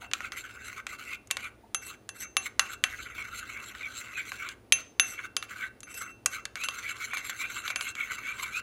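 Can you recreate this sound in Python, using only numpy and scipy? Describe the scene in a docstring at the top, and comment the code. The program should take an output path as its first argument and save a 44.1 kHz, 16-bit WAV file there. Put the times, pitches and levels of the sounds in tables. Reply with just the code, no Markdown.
"""A steel spoon stirs thick sauce in a ceramic bowl on a stone counter, heard close up.
It drags over the glaze in dense tiny slips and clinks against the wall. About three times a second it
pushes through the sauce (a rubbing swell that chirps when hard) and skims the thinly coated wall
(a hiss). The sauce crackles and damps the bowl to a short ring. Two faint, soft blips sound early on.
A small kitchen hums and reverberates."""
import sys
import numpy as np
from scipy import signal
from scipy.fft import rfft, irfft, next_fast_len
from scipy.io import wavfile
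from scipy.ndimage import uniform_filter1d, minimum_filter1d, map_coordinates

SR = 44100
rng = np.random.default_rng(int(sys.argv[2]) if len(sys.argv) > 2 else 0)


def bounce(signal):
    """Save signal as a 16-bit WAV file at the path given by the first command-line argument."""
    frames = np.transpose(np.atleast_2d(signal))
    limited = np.clip(frames, -1, 1)
    pcm = np.round(limited * 32767).astype(np.int16)
    wavfile.write(sys.argv[1], SR, pcm)


N = 380141

# Ringing modes of the bowl. Each row: frequency in Hz, struck level in dB, share of a clink's ring dB,
# t60 under the spoon in seconds, free t60 in seconds, coupling to rubbing in dB.
BOWL_MODES = [(2697, .5, .25, .06, .25, -50.5), (3793, -25, .25, .06, .2, -66),
              (6267, 7, 1, .11, .25, -56.5), (10795, 4, 1, .08, .14, -49)]
# Heavily damped resonances of spoon and bowl. Each row: frequency in Hz, spectral density in dB.
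CLACK_SPECTRUM = [(150, -44), (350, -26), (720, -16), (900, -24), (1080, -5), (1250, -5.5), (1600, -4.5),
                  (2050, -3.5), (2350, 1.5), (3300, 2), (4400, -3.5), (5400, -10.5), (6600, -3),
                  (8300, -11.5), (9000, -9), (10000, -20.5), (11500, -15), (12900, -35), (13800, -19.5),
                  (16000, -27.5)]
# Spoon strikes bowl. Each row: start in seconds, clack level in dB, then offsets from it in dB for
# low knock, bright tick and ring (the last scaled by each mode's share).
CLINKS = [(0.1139, -42.5, -1, -12, -47), (0.1346, -26, -7.5, -5.5, -53), (0.2053, -47.5, 10, -10, -32),
          (0.3207, -40, -1.5, -8.5, -24), (0.8676, -37.5, 0, -6, -37), (1.273, -64, 0, 9, -23),
          (1.305, -46, 4.5, -16, -24), (1.311, -26.5, -8, -1.5, -22), (1.3694, -33.5, -1.5, -7, -36),
          (1.7462, -30.5, -2.5, 0, -4.5), (2.091, -41, -2, 1, -12.5), (2.3679, -23, -4, -6, -12),
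          (2.5946, -19.5, -3, -4.5, -20), (2.839, -20.5, -3, -7, -23.5), (3.7503, -49, 4, -18, -27),
          (4.3188, -42, 7.5, -12.5, -35), (4.489, -39.5, -19, -5.5, -24), (4.7228, -14, -13, -8, -10.5),
          (4.9971, -17.5, -8, -10, -8.5), (5.3665, -26, -8.5, -4, -17.5), (5.4261, -37.5, -0.5, -13, -17),
          (5.8053, -58, -11, 9.5, -30), (5.8318, -48, -3.5, -1.5, -3.5), (5.942, -52.5, -6, 3, -1),
          (6.2599, -28.5, 0, 7.5, -16), (6.4538, -36, -3, -3, -53), (6.5559, -38.5, 1, -7, -38),
          (6.637, -34.5, -7, -16, -8.5), (6.6863, -29, -4.5, -11, -19), (7.1338, -46, 13, -19, -15),
          (7.171, -36.5, -3, -12, -15), (7.296, -40, 3, -12, -40), (7.679, -33, -4, -14, -24),
          (7.703, -38, 2.5, -9, -30), (7.7596, -30, -4, -6, -15), (7.8098, -33, -3.5, -8.5, -18),
          (7.9525, -41.5, -3, -6.5, -41)]
# Spoon pushes through sauce. Each row: middle in seconds, length in seconds, level in dB, glide in Hz.
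PUSHES = [(0.251, 0.072, -38.5, -700), (0.794, .06, -41.5, -5), (1.136, 0.087, -37, -650),
          (1.457, 0.087, -37, -300), (2.247, 0.078, -43.5, -200), (2.464, .06, -41, -300),
          (2.9, 0.11, -41, 0), (3.206, .11, -37, -100), (3.57, 0.068, -41, 103),
          (3.852, 0.095, -34.5, -220), (4.189, .12, -33, -430), (4.448, 0.19, -38, 182),
          (5.192, 0.044, -34, 60), (5.246, 0.072, -40.5, -8), (5.63, 0.12, -36.5, -100),
          (6.023, 0.09, -42.5, 5), (6.365, .12, -40, -100), (6.629, .11, -34, 850), (6.761, 0.13, -44.5, 3),
          (6.883, 0.16, -35.5, -150), (7.027, 0.076, -33.5, 30), (7.13, 0.068, -33.5, 242),
          (7.172, 0.085, -34, -100), (7.308, 0.093, -39.5, 0), (7.435, 0.13, -33.5, 353),
          (7.573, 0.066, -39, 0), (7.688, 0.15, -36.5, 206), (7.868, .08, -35.5, 70),
          (8.013, 0.13, -30.5, -110), (8.122, 0.09, -38.5, 37), (8.284, 0.17, -34, 219),
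          (8.444, 0.066, -34, -120), (8.564, .12, -32.5, 650)]


def amp(db):
    """Decibels to gain."""
    return 10 ** (np.asarray(db) / 20)


def unit(x):
    """Scale to rms 1."""
    return x / np.sqrt(np.mean(x ** 2) + 1e-20)


def along(points, hz):
    """Interpolate (Hz, value) points on a log frequency axis."""
    knots_hz, values = np.transpose(points)
    return np.interp(np.log(hz + 1), np.log(knots_hz + 1), values)


def wobble(knots_per_s, size=N):
    """Smooth random curve."""
    knots = rng.standard_normal(int(size * knots_per_s / SR) + 4)
    return map_coordinates(knots, [np.arange(size) * knots_per_s / SR])


def filtered(x, response):
    """Zero-phase filter with gain response(hz)."""
    size = next_fast_len(N + SR // 2)
    return irfft(rfft(x, size) * response(np.fft.rfftfreq(size, 1 / SR)), size)[:N]


def coloured(x, spectrum):
    """Filter by (Hz, dB) points; rms 1."""
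    return unit(filtered(x, lambda hz: amp(along(spectrum, hz))))


def minimum_phase(spectrum, size):
    """Shortest causal impulse response with the given spectrum."""
    cepstrum = irfft(np.log(amp(along(spectrum, np.fft.rfftfreq(size, 1 / SR)))), size)
    cepstrum[1:size // 2] *= 2
    cepstrum[size // 2 + 1:] = 0
    return irfft(np.exp(rfft(cepstrum)), size)


def even(x, window_s=0.048):
    """Keep fine roughness, remove slow swells."""
    size = int(window_s * SR)
    power = uniform_filter1d(uniform_filter1d(x ** 2, size), size)
    return unit(x / np.sqrt(np.abs(power) + 1e-6))


def add(track, start_s, sound):
    """Mix a sound into the track, starting no earlier than 0 s."""
    start = max(round(start_s * SR), 0)
    track[start:start + len(sound)] += sound[:max(N - start, 0)]


def contact(land_s=0.019, lift_s=0.028):
    """Spoon on the bowl: gain of the plain drag, and a gate that is 1 while touching."""
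    # Each row: landing in seconds, lift-off in seconds, drag level in dB.
    contacts = [(0, .065, -47), (0.127, 0.28, -45), (0.303, 0.803, -47.5), (0.868, .96, -47),
                (0.978, 1.165, -46), (1.364, 1.484, -47), (1.81, 1.951, -50.5), (2.125, 2.243, -55.5),
                (2.384, 2.5, -56.5), (2.585, 2.753, -45), (2.822, 4.534, -47.5), (4.74, 4.823, -49.5),
                (5.01, 5.268, -50), (5.42, 5.45, -46), (5.481, 5.68, -46.5), (5.858, 6.12, -51),
                (6.287, 6.4, -49), (6.549, 7.725, -46.5), (7.74, 7.916, -45.5), (7.945, 8.6, -45.5)]
    t = np.arange(N) / SR
    drag, touching = np.zeros(N), np.zeros(N)
    for start_s, end_s, db in contacts:
        gate = np.clip(np.minimum((t - start_s) / land_s, (end_s - t) / lift_s + .5), 0, 1)
        drag += amp(db) * gate
        touching += gate
    return drag, touching


def slips(per_s, spread_db, smooth_gain, smear_t60_s):
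    """Tiny uneven stick-slip releases over smooth friction, each smeared by the bowl's body."""
    sizes = amp(spread_db * np.clip(rng.standard_normal(N), -3, 2.5)) * rng.choice([-1, 1], N)
    releases = unit(sizes * (rng.random(N) < per_s / SR))
    t = np.arange(SR // 30) / SR
    energy = np.abs(signal.fftconvolve(releases ** 2, amp(-120 * t / smear_t60_s))[:N])
    return unit((unit(np.sqrt(energy)) + smooth_gain) * rng.standard_normal(N))


def shifting_resonances(x, depth_db, width_hz, life_s):
    """The moving contact point favours ever-changing resonances."""
    spectra = signal.stft(x, nperseg=512)[2]
    rows = np.arange(spectra.shape[0]) * SR / 512 / width_hz
    cols = np.arange(spectra.shape[1]) * 256 / SR / life_s
    grid = np.meshgrid(rows, cols, indexing="ij")
    field = map_coordinates(rng.standard_normal((256, 1100)), grid, order=1)
    spectra *= amp(depth_db * np.clip(field, -2, 1.4))
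    return unit(signal.istft(spectra, nperseg=512)[1][:N])


def scraping(drag_hiss_db=-14.5):
    """Slips under an unsteady hand drive spoon and bowl; bare glaze is thinner and brighter."""
    # Friction spectra. Each row: frequency in Hz, spectral density in dB.
    rub_spectrum = [(300, -26), (850, -27), (1090, -5), (1300, 3), (1500, 8), (1780, -9.5), (2020, 2),
                    (2250, 4.5), (2550, -15.5), (3000, -18.5), (4500, -48)]
    rasp_spectrum = [(1800, -36), (2700, 5), (3050, -2.5), (3350, -5), (3650, -5), (4200, -4), (4700, -13),
                     (5400, -15.5), (6400, -7), (7500, -19.5)]
    coated_spectrum = [(3000, -51.5), (4200, -4.5), (5100, -51), (6400, 11.5), (6850, -4.5), (7500, 17.5),
                       (8400, -22.5), (9100, 4.5), (10100, -17.5), (11550, 5.5), (12900, -34),
                       (14000, -34.5), (16000, -25.5)]
    glaze_spectrum = [(5100, -16.5), (6270, 0.5), (6850, -32.5), (7750, 9.5), (8650, -24.5), (9200, -4),
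                      (10200, -26), (11600, 5.5), (13000, -37), (14000, -23.5), (16000, -30.5)]
    bare = bare_glaze()
    drag, touching = contact()
    rub_gain = np.hypot(drag * amp(.9 * wobble(14)), pushing())
    hiss_gain = np.hypot(drag * amp(drag_hiss_db + 1.3 * wobble(10)), touching * skimming(bare))
    friction = slips(per_s=1300, spread_db=4.5, smooth_gain=0.6, smear_t60_s=0.011)
    friction *= amp(2.9 * wobble(60)) * lift_before_clinks()
    friction = shifting_resonances(friction, depth_db=6.5, width_hz=334, life_s=.03)
    rub = rub_gain * amp(-0.13 + 2.1 * wobble(45)) * even(coloured(friction, rub_spectrum))
    rasp_gain = np.sqrt(rub_gain * hiss_gain) * amp(-1.83 - 6.8 * bare + 1.9 * wobble(30))
    rasp = rasp_gain * even(coloured(friction, rasp_spectrum))
    coated = (1 - bare) * even(coloured(friction, coated_spectrum))
    glaze = amp(2.5) * bare * even(coloured(friction, glaze_spectrum))
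    hiss = hiss_gain * amp(-1.0 + 0.53 * wobble(38)) * (coated + glaze)
    return rub + rasp + hiss


def bowl_ring(rubbing):
    """Rubbing keeps the bowl's modes ringing, most on bare glaze; they linger when the spoon lifts."""
    t = np.arange(SR // 2) / SR
    modes = [amp(db - 60 * t / t60_s) * np.sin(2 * np.pi * hz * t) for hz, *_, t60_s, db in BOWL_MODES]
    return signal.fftconvolve(rubbing * amp(14 * bare_glaze()), sum(modes))[:N]


def crackles(per_s=36, spread_db=3, t60_s=0.0093):
    """Sticky sauce snaps behind the spoon; each snap is a noise spurt through the damped resonances."""
    drag, _ = contact()
    sizes = amp(spread_db * np.minimum(rng.exponential(size=N), 3))
    snaps = sizes * (rng.random(N) < per_s / SR) * np.hypot(drag, .6 * pushing())
    t = np.arange(SR // 50) / SR
    envelope = signal.fftconvolve(snaps, amp(-60 * t / t60_s))[:N]
    rms = amp(-2) * np.sqrt(np.mean(envelope ** 2))
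    return rms * coloured(envelope * rng.standard_normal(N), CLACK_SPECTRUM)


def narrow_swell(length_s, start_hz, end_hz, width_hz):
    """A noisy resonance that glides while it swells and fades."""
    size = int(length_s * SR)
    phase = 2 * np.pi * np.cumsum(np.linspace(start_hz, end_hz, size)) / SR
    tone = wobble(width_hz, size) * np.cos(phase) + wobble(width_hz, size) * np.sin(phase)
    window = np.hanning(size)
    return unit(tone * window) * np.sqrt(np.mean(window ** 2))


def soft_blips():
    """Two faint, soft blips near 800 Hz, one right at the start."""
    # Each row: middle in seconds, length in seconds, level in dB, frequency in Hz.
    blips = [(.02, 0.067, -51, 812), (1.642, 0.0226, -52.5, 800)]
    out = np.zeros(N)
    for middle_s, length_s, db, hz in blips:
        add(out, middle_s - length_s / 2, amp(db) * narrow_swell(length_s, hz, hz, width_hz=330))
    return out


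def kitchen(hum_hz=107.3):
    """Room air, an appliance's hum and a low rumble."""
    # Each row: frequency in Hz, spectral density in dB.
    air_spectrum = [(25, -30), (50, -15), (120, -0.5), (160, -16), (210, -2.5), (400, -5), (720, -12.5),
                    (1070, -18.5), (2550, -25), (8000, -36), (10000, -29.5), (12500, -46.5), (15000, -29),
                    (16000, -62)]
    rumble_spectrum = [(20, -36), (45, -14), (65, -9), (130, -26.5), (600, -76)]
    # Each row: time in seconds, level in dB.
    rumble_levels = [(0, -63), (2.5, -67.5), (2.85, -60.5), (3.3, -59), (3.8, -63.5), (5, -68.5),
                     (8.62, -63)]
    t = np.arange(N) / SR
    air = amp(-59.0) * coloured(rng.standard_normal(N), air_spectrum)
    hum = amp(-65 + 1.3 * wobble(3.7)) * np.sin(2 * np.pi * hum_hz * t + .5 * wobble(2.8))
    rumble_db = np.interp(t, *np.transpose(rumble_levels))
    rumble = amp(rumble_db) * coloured(rng.standard_normal(N), rumble_spectrum)
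    return air + hum + rumble


def reverb(x, predelay_s=0.0056):
    """Wall reflections: each frequency dies at its own rate."""
    # Each row: frequency in Hz, t60 in seconds.
    wall_decay = [(200, 0.58), (2000, 0.31), (6000, 0.44), (14000, 0.17)]
    wet_hz_db = [(700, -8.0), (1600, -11.5), (4000, -22.5), (10000, -24.5)]
    bins_hz, t, spectra = signal.stft(rng.standard_normal(SR // 2), SR, nperseg=256)
    decay = amp(-60 * t / along(wall_decay, bins_hz)[:, None])
    tail = signal.istft(spectra * decay, SR, nperseg=256)[1]
    response = np.r_[np.zeros(round(predelay_s * SR)), tail / np.linalg.norm(tail)]
    wet = signal.fftconvolve(x, response)[:N]
    return filtered(wet, lambda hz: amp(along(wet_hz_db, hz)))


def lift_before_clinks(dip_db=-10, lift_s=.022):
    """Friction gain: the spoon leaves the glaze just before it strikes."""
    gap = np.zeros(N)
    for strike_s, *_ in CLINKS:
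        add(gap, strike_s - lift_s, np.sqrt(np.linspace(0, 1, int(lift_s * SR))))
    return amp(dip_db * gap)


def blow(t, crack_db, crack_t60_s, chatter_db, chatter_t60_s):
    """One contact: a sharp crack and brief edge chatter through the damped resonances."""
    envelope = amp(-60 * t / crack_t60_s) + amp(chatter_db - 60 * t / chatter_t60_s)
    force = rng.standard_normal(len(t)) * envelope
    force[0] = amp(crack_db) * np.linalg.norm(force)
    return signal.fftconvolve(force, minimum_phase(CLACK_SPECTRUM, size=2048))[:len(t)]


def clinks(thud_rise_s=0.00093, free_ring_db=-12.5):
    """The spoon strikes the wall and chokes the first ring; a weaker free ring lingers."""
    # Bowl thuds on the counter. Each row: frequency in Hz, level in dB re the knock, t60 in seconds.
    thud_modes = [(554, -17, 0.06), (757, -8.5, 0.041)]
    knock_clack_tick_hz = [(520, 2000), (2100, 5500), (5800, 13500)]
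    bands = [signal.butter(3, edges, "band", fs=SR, output="sos") for edges in knock_clack_tick_hz]
    out, t = np.zeros(N), np.arange(SR // 2) / SR
    for start_s, db, knock_db, tick_db, ring_db in CLINKS:
        clack = blow(t[:SR // 10], crack_db=-1.5, crack_t60_s=.015, chatter_db=-17, chatter_t60_s=.055)
        for band, band_db in zip(bands, [db + knock_db, db, db + tick_db]):
            part = signal.sosfilt(band, clack)
            add(out, start_s, amp(band_db) * part / np.std(part[:SR // 100]))  # level of first 10 ms
        for hz, thud_db, t60_s in thud_modes:
            envelope = amp(db + knock_db + thud_db - 60 * t / t60_s) * (1 - np.exp(-t / thud_rise_s))
            add(out, start_s, envelope * np.sin(2 * np.pi * hz * t))
        for hz, mode_db, share, held_t60_s, free_t60_s, _ in BOWL_MODES:
            gain = amp(db + mode_db + share * ring_db + rng.standard_normal())
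            decay = amp(-60 * t / held_t60_s) + amp(free_ring_db - 60 * t / free_t60_s)
            add(out, start_s, gain * decay * np.sin(2 * np.pi * hz * t))
    return out


def chirp_share(db, midpoint_db=-39, range_db=3):
    """Crossfade from rub (0) to chirp (1): harder pushes chirp more."""
    return .5 + .5 * np.tanh(.5 * (db - midpoint_db) / range_db)


def pushing():
    """Rub gain: one smooth swell per push through the sauce."""
    out = np.zeros(N)
    for middle_s, length_s, db, _ in PUSHES:
        gain = amp(db) * np.sqrt(1 - chirp_share(db))
        add(out, middle_s - length_s / 2, gain * np.hanning(int(length_s * SR)))
    return out


def chirps(low_hz=2190, upper_ratio=1.48):
    """Two spoon resonances slide as the contact travels along its edge, inside a broad rasp."""
    out = np.zeros(N)
    for middle_s, length_s, db, glide_hz in PUSHES:
        start_hz, end_hz = low_hz + max(-glide_hz, 0), low_hz + max(glide_hz, 0)
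        main = narrow_swell(length_s, start_hz, end_hz, width_hz=210)
        upper = narrow_swell(length_s, upper_ratio * start_hz, upper_ratio * end_hz, width_hz=650)
        rasp = narrow_swell(length_s, start_hz, end_hz, width_hz=900)
        gain = amp(db - 1.85) * np.sqrt(chirp_share(db))
        add(out, middle_s - length_s / 2, gain * (main + amp(-16) * upper + amp(-12) * rasp))
    return out


def skimming(bare, rise_s=0.039, fall_s=0.02, bare_stretch=1.88):
    """Hiss gain: each skim of the wall builds slowly, ends fast and lasts longer on bare glaze."""
    # Each row: peak in seconds, level in dB.
    skims = [(.24, -69), (0.403, -46.5), (0.678, -49.5), (.925, -53), (1.445, -56), (1.883, -44.5),
             (2.238, -43), (2.46, -47), (2.735, -48), (3.04, -50.5), (3.385, -45.5), (3.53, -53.5),
             (3.678, -48.5), (3.991, -42.5), (4.19, -50), (4.315, -49), (4.77, -62), (5.109, -47),
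             (5.999, -45), (6.355, -46.5), (6.647, -45.5), (6.78, -49), (6.91, -46), (7.048, -45),
             (7.17, -48), (7.289, -41.5), (7.417, -43.5), (7.54, -47.5), (7.595, -45.5), (7.695, -43.5),
             (7.84, -45.5), (7.905, -44), (8.141, -46.5), (8.29, -57), (8.432, -44), (8.586, -47)]
    out, t = np.zeros(N), np.arange(SR) / SR - .5
    for peak_s, db in skims:
        width_s = np.where(t < 0, rise_s, fall_s) * bare_stretch ** bare[int(peak_s * SR)]
        swell = amp(db) * np.exp(-(t / width_s) ** 2)
        add(out, peak_s - .5, swell[t >= -peak_s])
    return out


def smacks(hz=4050, width_hz=540, re_skim_db=-5.5):
    """Sauce squeezed thin under the skimming edge gives a narrow wet resonance."""
    bare = bare_glaze()
    _, touching = contact()
    phase = 2 * np.pi * hz * np.arange(N) / SR
    tone = unit(wobble(width_hz) * np.cos(phase) + wobble(width_hz) * np.sin(phase))
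    return amp(re_skim_db) * (1 - bare) * touching * skimming(bare) * tone


def bare_glaze():
    """1 while the spoon's edge is above the sauce, 0 while in it."""
    # Each row: start in seconds, end in seconds.
    bare_spans = [(1.76, 1.88), (2.1, 2.24), (5.02, 5.15), (5.82, 6.33)]
    t = np.arange(N) / SR
    gate = sum(1. * ((t > start_s) & (t < end_s)) for start_s, end_s in bare_spans)
    return uniform_filter1d(gate, SR // 50)


def scene():
    """Spoon, bowl and sauce in the kitchen; mono."""
    rubbing = scraping() + chirps() + smacks()
    background = kitchen()
    stirring = clinks() + rubbing + bowl_ring(rubbing) + soft_blips() + crackles()
    return (stirring + reverb(stirring) + background)[None]


def record(dry):
    """Peak limiter, then a steep low-pass."""
    ceiling, cutoff_hz = .88, 16000
    needed_gain = np.minimum(1, ceiling / (np.abs(dry[0]) + 1e-9))
    gain = uniform_filter1d(minimum_filter1d(needed_gain, size=65), size=65)
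    return filtered(dry[0] * gain, lambda hz: 1 / np.sqrt(1 + (hz / cutoff_hz) ** 160))[None]


dry = scene()
out = record(dry)
bounce(out)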